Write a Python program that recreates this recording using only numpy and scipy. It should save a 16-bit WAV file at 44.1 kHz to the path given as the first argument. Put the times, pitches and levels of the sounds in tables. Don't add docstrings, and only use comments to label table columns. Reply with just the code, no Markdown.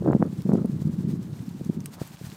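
import sys
import numpy as np
from scipy import signal
from scipy.fft import rfft, irfft, next_fast_len
from scipy.io import wavfile
from scipy.ndimage import uniform_filter1d, map_coordinates

SR = 44100
rng = np.random.default_rng(int(sys.argv[2]) if len(sys.argv) > 2 else 0)


def convert_level_to_amplitude(level_db):
    exponent = np.asarray(level_db, float) / 20
    return 10 ** exponent


def inscribe(sig):
    pcm = np.round(np.clip(np.atleast_2d(sig).T, -1, 1) * 32767)
    wavfile.write(sys.argv[1], SR, pcm.astype(np.int16))


N = 104472


def unit(x):
    return x / np.sqrt(np.mean(x ** 2) + 1e-20)


def curves(rows):
    s, *columns = np.transpose(rows)
    t = np.arange(N) / SR
    return [np.interp(t, s, column) for column in columns]


def wobble(rate):
    knots = rng.standard_normal(400)
    return map_coordinates(knots, [np.arange(N) * np.clip(rate, .1, 150) / SR])


def coloured(x, spectrum):
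    m = next_fast_len(N + 8192)
    f, db = np.transpose(spectrum)
    bins_hz = np.fft.rfftfreq(m, 1 / SR)
    gain = convert_level_to_amplitude(np.interp(np.log(bins_hz + 1), np.log(f + 1), db))
    return unit(irfft(rfft(x, m) * gain, m)[:N])


def highpass(x, hz, order):
    return signal.sosfilt(signal.butter(order, hz, "high", fs=SR, output="sos"), x)


def scatter(starts_s, shapes, lead=0):
    at = np.round(starts_s * SR).astype(int)[:, None] + np.arange(shapes.shape[1])
    return np.bincount(at.ravel(), shapes.ravel(), N + shapes.shape[1] + SR)[lead:N + lead]


def wind():
    # t/s, level/dB
    strength = [(0, -34), (.15, -23), (.19, -38), (.25, -39), (.41, -34), (.435, -47), (.5, -24),
                (.58, -30), (.64, -34.5), (1.1, -33), (1.4, -41.5), (1.85, -39.5), (2.0, -50),
                (2.37, -50.5)]
    # t/s, level/dB
    small_share = [(0, -20), (.07, 0.5), (.16, -8.5), (.23, 9), (.35, -21.5), (.46, -14), (.56, -2.5),
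                   (.66, -9), (1.13, -17), (1.8, -9), (2.0, -32), (2.37, -11)]
    # f/Hz, gain/dB
    deep_spectrum = [(20, -50), (40, -16.5), (70, 0.5), (110, 13), (140, 6), (200, -50.5)]
    big_spectrum = [(53, -45), (90, -19), (138, -0.5), (172, -1), (382, -18.5), (433, -30.5), (681, -47.5),
                    (900, -57), (1980, -120)]
    small_spectrum = [(150, -23), (300, 7.5), (500, -2.5), (800, -18), (1300, -21), (2200, -42.5),
                      (4000, -80.5)]
    deep_db, deep_smooth_s = -10.5, 0.4
    lump_db, lumps_per_s = 3, 70
    flicker_db, flickers_per_s = 4.5, 90
    steady = 0.4
    big_band_hz = [64.4, 593]

    (strength_db,), (small_db,) = curves(strength), curves(small_share)
    slow_db = uniform_filter1d(strength_db, int(deep_smooth_s * SR))
    deep = convert_level_to_amplitude(slow_db + deep_db) * coloured(rng.standard_normal(N), deep_spectrum)

    rock = signal.hilbert(coloured(rng.standard_normal(N), big_spectrum), next_fast_len(N))[:N]
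    rock = unit(rock.real / (abs(rock) + steady))
    lumpy = convert_level_to_amplitude(strength_db + lump_db * wobble(lumps_per_s)) * rock
    big = signal.sosfilt(signal.butter(3, big_band_hz, "band", fs=SR, output="sos"), lumpy)

    flicker = convert_level_to_amplitude(flicker_db * wobble(flickers_per_s))
    small = coloured(flicker * rng.standard_normal(N), small_spectrum)
    return deep + big + convert_level_to_amplitude(strength_db + small_db) * small


def rustle():
    # t/s, level/dB
    stirring = [(0.0, -58), (0.34, -54.5), (0.41, -46.5), (0.43, -52), (0.52, -54), (0.57, -50.5),
                (0.63, -58), (0.68, -55), (0.72, -53), (0.78, -57), (0.82, -48.5), (0.84, -58), (1.0, -53),
                (1.04, -55), (1.11, -51), (1.2, -58), (1.24, -49.5), (1.28, -57), (1.34, -51), (1.6, -53.5),
                (1.68, -50.5), (1.78, -56), (1.85, -55), (1.89, -56.5), (1.94, -51.5), (1.97, -54.5),
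                (2.01, -44.5), (2.21, -51), (2.25, -43.5), (2.37, -50)]
    # f/Hz, gain/dB
    leaf_spectrum = [(500, -10), (800, 1.5), (1150, -5.5), (1500, -4), (3000, -8.5), (4600, -7), (8500, -8),
                     (11000, -14.5), (15000, -10)]
    contrast = 0.89
    swish_db, waver_db, wavers_per_s = -6, 3, 41.53
    crackle_db, cracks_per_s, size_db = -10, 1600, 2
    middle_hz, pitch_spread, decay_cycles = 6550, 0.77, 0.98

    level_db, = curves(stirring)
    level_db = level_db.mean() + contrast * (level_db - level_db.mean())

    draws = rng.random((6000, 4))
    draws = draws[draws[:, 0] < cracks_per_s * N / SR / len(draws)]
    pitch = draws[:, 1:2]
    log_odds = np.log(pitch / (1 - pitch))
    hz = np.clip(middle_hz * np.exp(pitch_spread * log_odds / 2), 800, 15000)
    size = convert_level_to_amplitude(-size_db * np.log(draws[:, 2:3]))
    t = np.arange(160) / SR
    grains = size * np.sin(2 * np.pi * hz * t) * np.exp(-t * hz / decay_cycles)
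    crackle = unit(scatter(draws[:, 3] * N / SR, grains))

    swish = coloured(rng.standard_normal(N), leaf_spectrum) * convert_level_to_amplitude(waver_db * wobble(wavers_per_s))
    return convert_level_to_amplitude(level_db) * (convert_level_to_amplitude(crackle_db) * crackle + convert_level_to_amplitude(swish_db) * swish)


def wood():
    # f/Hz, gain/dB
    hiss_spectrum = [(240, -34), (400, -2.5), (636, -6.5), (949, -4), (2630, -21), (4310, -20.5),
                     (5110, -39), (14600, -62), (15300, -32), (16000, -50)]
    level_db = -60 + 0.42 * wobble(8.6)
    return convert_level_to_amplitude(level_db) * coloured(rng.standard_normal(N), hiss_spectrum)


def thuds():
    # t/s, level/dB
    crests = [(0.013, -19), (0.029, -22), (0.059, -20), (0.077, -15.5), (.09, -19), (.103, -18),
              (.127, -23), (0.138, -24), (.153, -11), (0.166, -16), (0.201, -16.5), (.21, -15), (.228, -13),
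              (.257, -22.5), (0.271, -25), (0.301, -25.5), (0.331, -23), (0.391, -23), (0.457, -16),
              (0.471, -21.5), (.495, -11.5), (0.518, -14), (0.537, -7.5), (0.553, -14.5), (.567, -20),
              (0.579, -20), (0.617, -17.5), (0.653, -15), (.699, -20), (.735, -22), (0.745, -23),
              (0.766, -22.5), (.801, -26), (.821, -19), (0.856, -16.5), (0.873, -16.5), (0.899, -20),
              (0.942, -20.5), (.989, -19), (1.008, -23.5), (1.05, -18), (1.077, -19), (1.092, -19.5),
              (1.138, -15), (1.178, -27.5), (1.196, -23.5), (1.246, -35), (1.301, -33), (1.331, -26),
              (1.406, -25), (1.482, -22.5), (1.514, -29), (1.551, -27), (1.617, -22), (1.664, -22),
              (1.698, -13.5), (1.759, -29.5), (1.775, -21.5), (1.791, -22), (1.815, -28.5), (1.889, -37),
              (2.019, -22), (2.055, -36), (2.11, -34.5), (2.147, -37.5), (2.217, -33.5), (2.245, -28.5),
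              (2.271, -30), (2.292, -31.5), (2.327, -31)]
    thud_hz, hz_per_db, spread = 182.6, 2.5, 0.11
    thud_s, edge_s = 0.0035, 0.00322
    edge_ratio, edge_db = 1.74, -12.5

    def burst(hz, t, length_s, phase):
        return np.exp(-(t / length_s) ** 2 / 2) * np.cos(2 * np.pi * hz * t + 10 * phase)

    s, db = (c[:, None] for c in np.transpose(crests))
    d = rng.standard_normal((len(s), 5))
    t = np.arange(-SR // 40, SR // 40) / SR
    hz = (thud_hz + hz_per_db * (db + 18.5)) * np.exp(spread * d[:, :1])
    low = burst(hz, t, thud_s, d[:, 1:2])
    edge_hz = edge_ratio * hz * np.exp(spread * d[:, 3:4])
    edge = convert_level_to_amplitude(edge_db) * burst(edge_hz, t - .5 * edge_s * d[:, 4:], edge_s, d[:, 2:3])
    return scatter(s[:, 0], convert_level_to_amplitude(db) * (low + edge), lead=SR // 40)


def slaps():
    # t/s, level/dB, half-width/ms
    pulses = [(0.023, -20.5, 0.94), (.0614, -11.5, 0.59), (0.076, -11, 0.74), (.091, -17.5, 0.67),
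              (0.101, -12, 0.81), (0.1114, -16.5, 0.42), (.127, -21, .4), (0.132, -14, 0.29),
              (.1497, -11.5, 0.77), (0.164, -17, 0.95), (0.204, -30, .6), (.2195, -14.5, 0.82),
              (0.2256, -9, 0.34), (0.4633, -23.5, 0.98), (.493, -20.5, 0.47), (0.5191, -20, 0.33),
              (0.5337, -14, 0.75), (0.545, -15.5, 1), (0.5526, -13, 1), (0.556, -23.5, 0.34),
              (0.6461, -22, 0.93), (0.6505, -19.5, 0.91), (.8211, -28, 1), (1.611, -27.5, 1),
              (1.6975, -26.5, 1), (1.9807, -43, .2), (2.0167, -21, 0.69), (2.213, -34, 1)]
    s, db, width_ms = (c[:, None] for c in np.transpose(pulses))
    lead = SR // 50
    u = np.arange(-lead, lead) / SR / (width_ms / 1000)
    pushes = highpass(1 / (1 + u ** 2), 330, order=3)
    pushes = pushes / abs(pushes).max(1, keepdims=True)
    sign = rng.choice([-1, 1], s.shape)
    return scatter(s[:, 0], convert_level_to_amplitude(db) * sign * pushes, lead=lead)


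def snaps():
    # t/s, level/dB, ring f/Hz
    breaks = [(.1203, -40, 7160), (0.2638, -40, 4400), (0.4204, -33, 4540), (0.5345, -36, 8200),
              (0.5363, -36.5, 6100), (.5719, -43.5, 7200), (.6579, -33.5, 9650), (.8168, -45, 7400),
              (0.8287, -42, 7000), (.8766, -38.5, 4700), (1.1203, -38.5, 3780), (1.2285, -39, 7730),
              (1.4235, -44, 8500), (1.4916, -38, 4400), (1.648, -36.5, 6330), (1.805, -33.5, 6160),
              (1.8412, -46, 4940), (1.846, -46, 4600), (1.8585, -20, 8400), (1.8612, -29, 8400),
              (1.8643, -37, 6240), (1.936, -43, 6900), (1.9401, -33.5, 4470), (2.075, -32.5, 11500),
              (2.2462, -73, 5800), (2.2505, -46, 6400), (2.3, -32, 4250), (2.3614, -40.5, 7280)]
    t60_s, rise_s = 0.0047, 0.00023
    crack_db, ring_db, low_cut_hz = -2, -1, 2660
    tap_db, tap_hz = -15.5, 1300

    s, db, hz = (c[:, None] for c in np.transpose(breaks))
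    t = np.arange(SR // 40) / SR
    shape = convert_level_to_amplitude(db - 60 * t / t60_s) * (1 - np.exp(-t / rise_s))
    crack = convert_level_to_amplitude(crack_db) * rng.standard_normal((len(s), len(t)))
    ring = convert_level_to_amplitude(ring_db) * np.sin(2 * np.pi * hz * t)
    tap = convert_level_to_amplitude(tap_db) * np.sin(2 * np.pi * tap_hz * t)
    bright = highpass(crack + ring, low_cut_hz, order=1)
    return scatter(s[:, 0], shape * (bright + tap))


def scuff():
    # start t/s, length/s, level/dB
    scrapes = [(1.93, 0.13, -51.5)]
    # f/Hz, gain/dB
    scrape_spectrum = [(300, -25), (600, 3), (900, -5), (1400, -9), (2500, -39)]
    t = np.arange(N) / SR
    swell = np.zeros(N)
    for start_s, length_s, db in scrapes:
        swell += convert_level_to_amplitude(db) * np.sin(np.pi * np.clip((t - start_s) / length_s, 0, 1))
    uneven = convert_level_to_amplitude(1.3 * wobble(66)) * rng.standard_normal(N)
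    return swell * coloured(uneven, scrape_spectrum)


def scene():
    wind_on_port = wind() + thuds() + slaps()
    leaves = rustle() + snaps() + scuff()
    return (wind_on_port + leaves + wood())[None]


def band_limit(x):
    return signal.sosfilt(signal.butter(12, 16540, fs=SR, output="sos"), x)


def record(dry):
    dull = signal.sosfilt(signal.butter(12, 15300, fs=SR, output="sos"), dry)
    return band_limit(dull)


dry = scene()
out = record(dry)
inscribe(out)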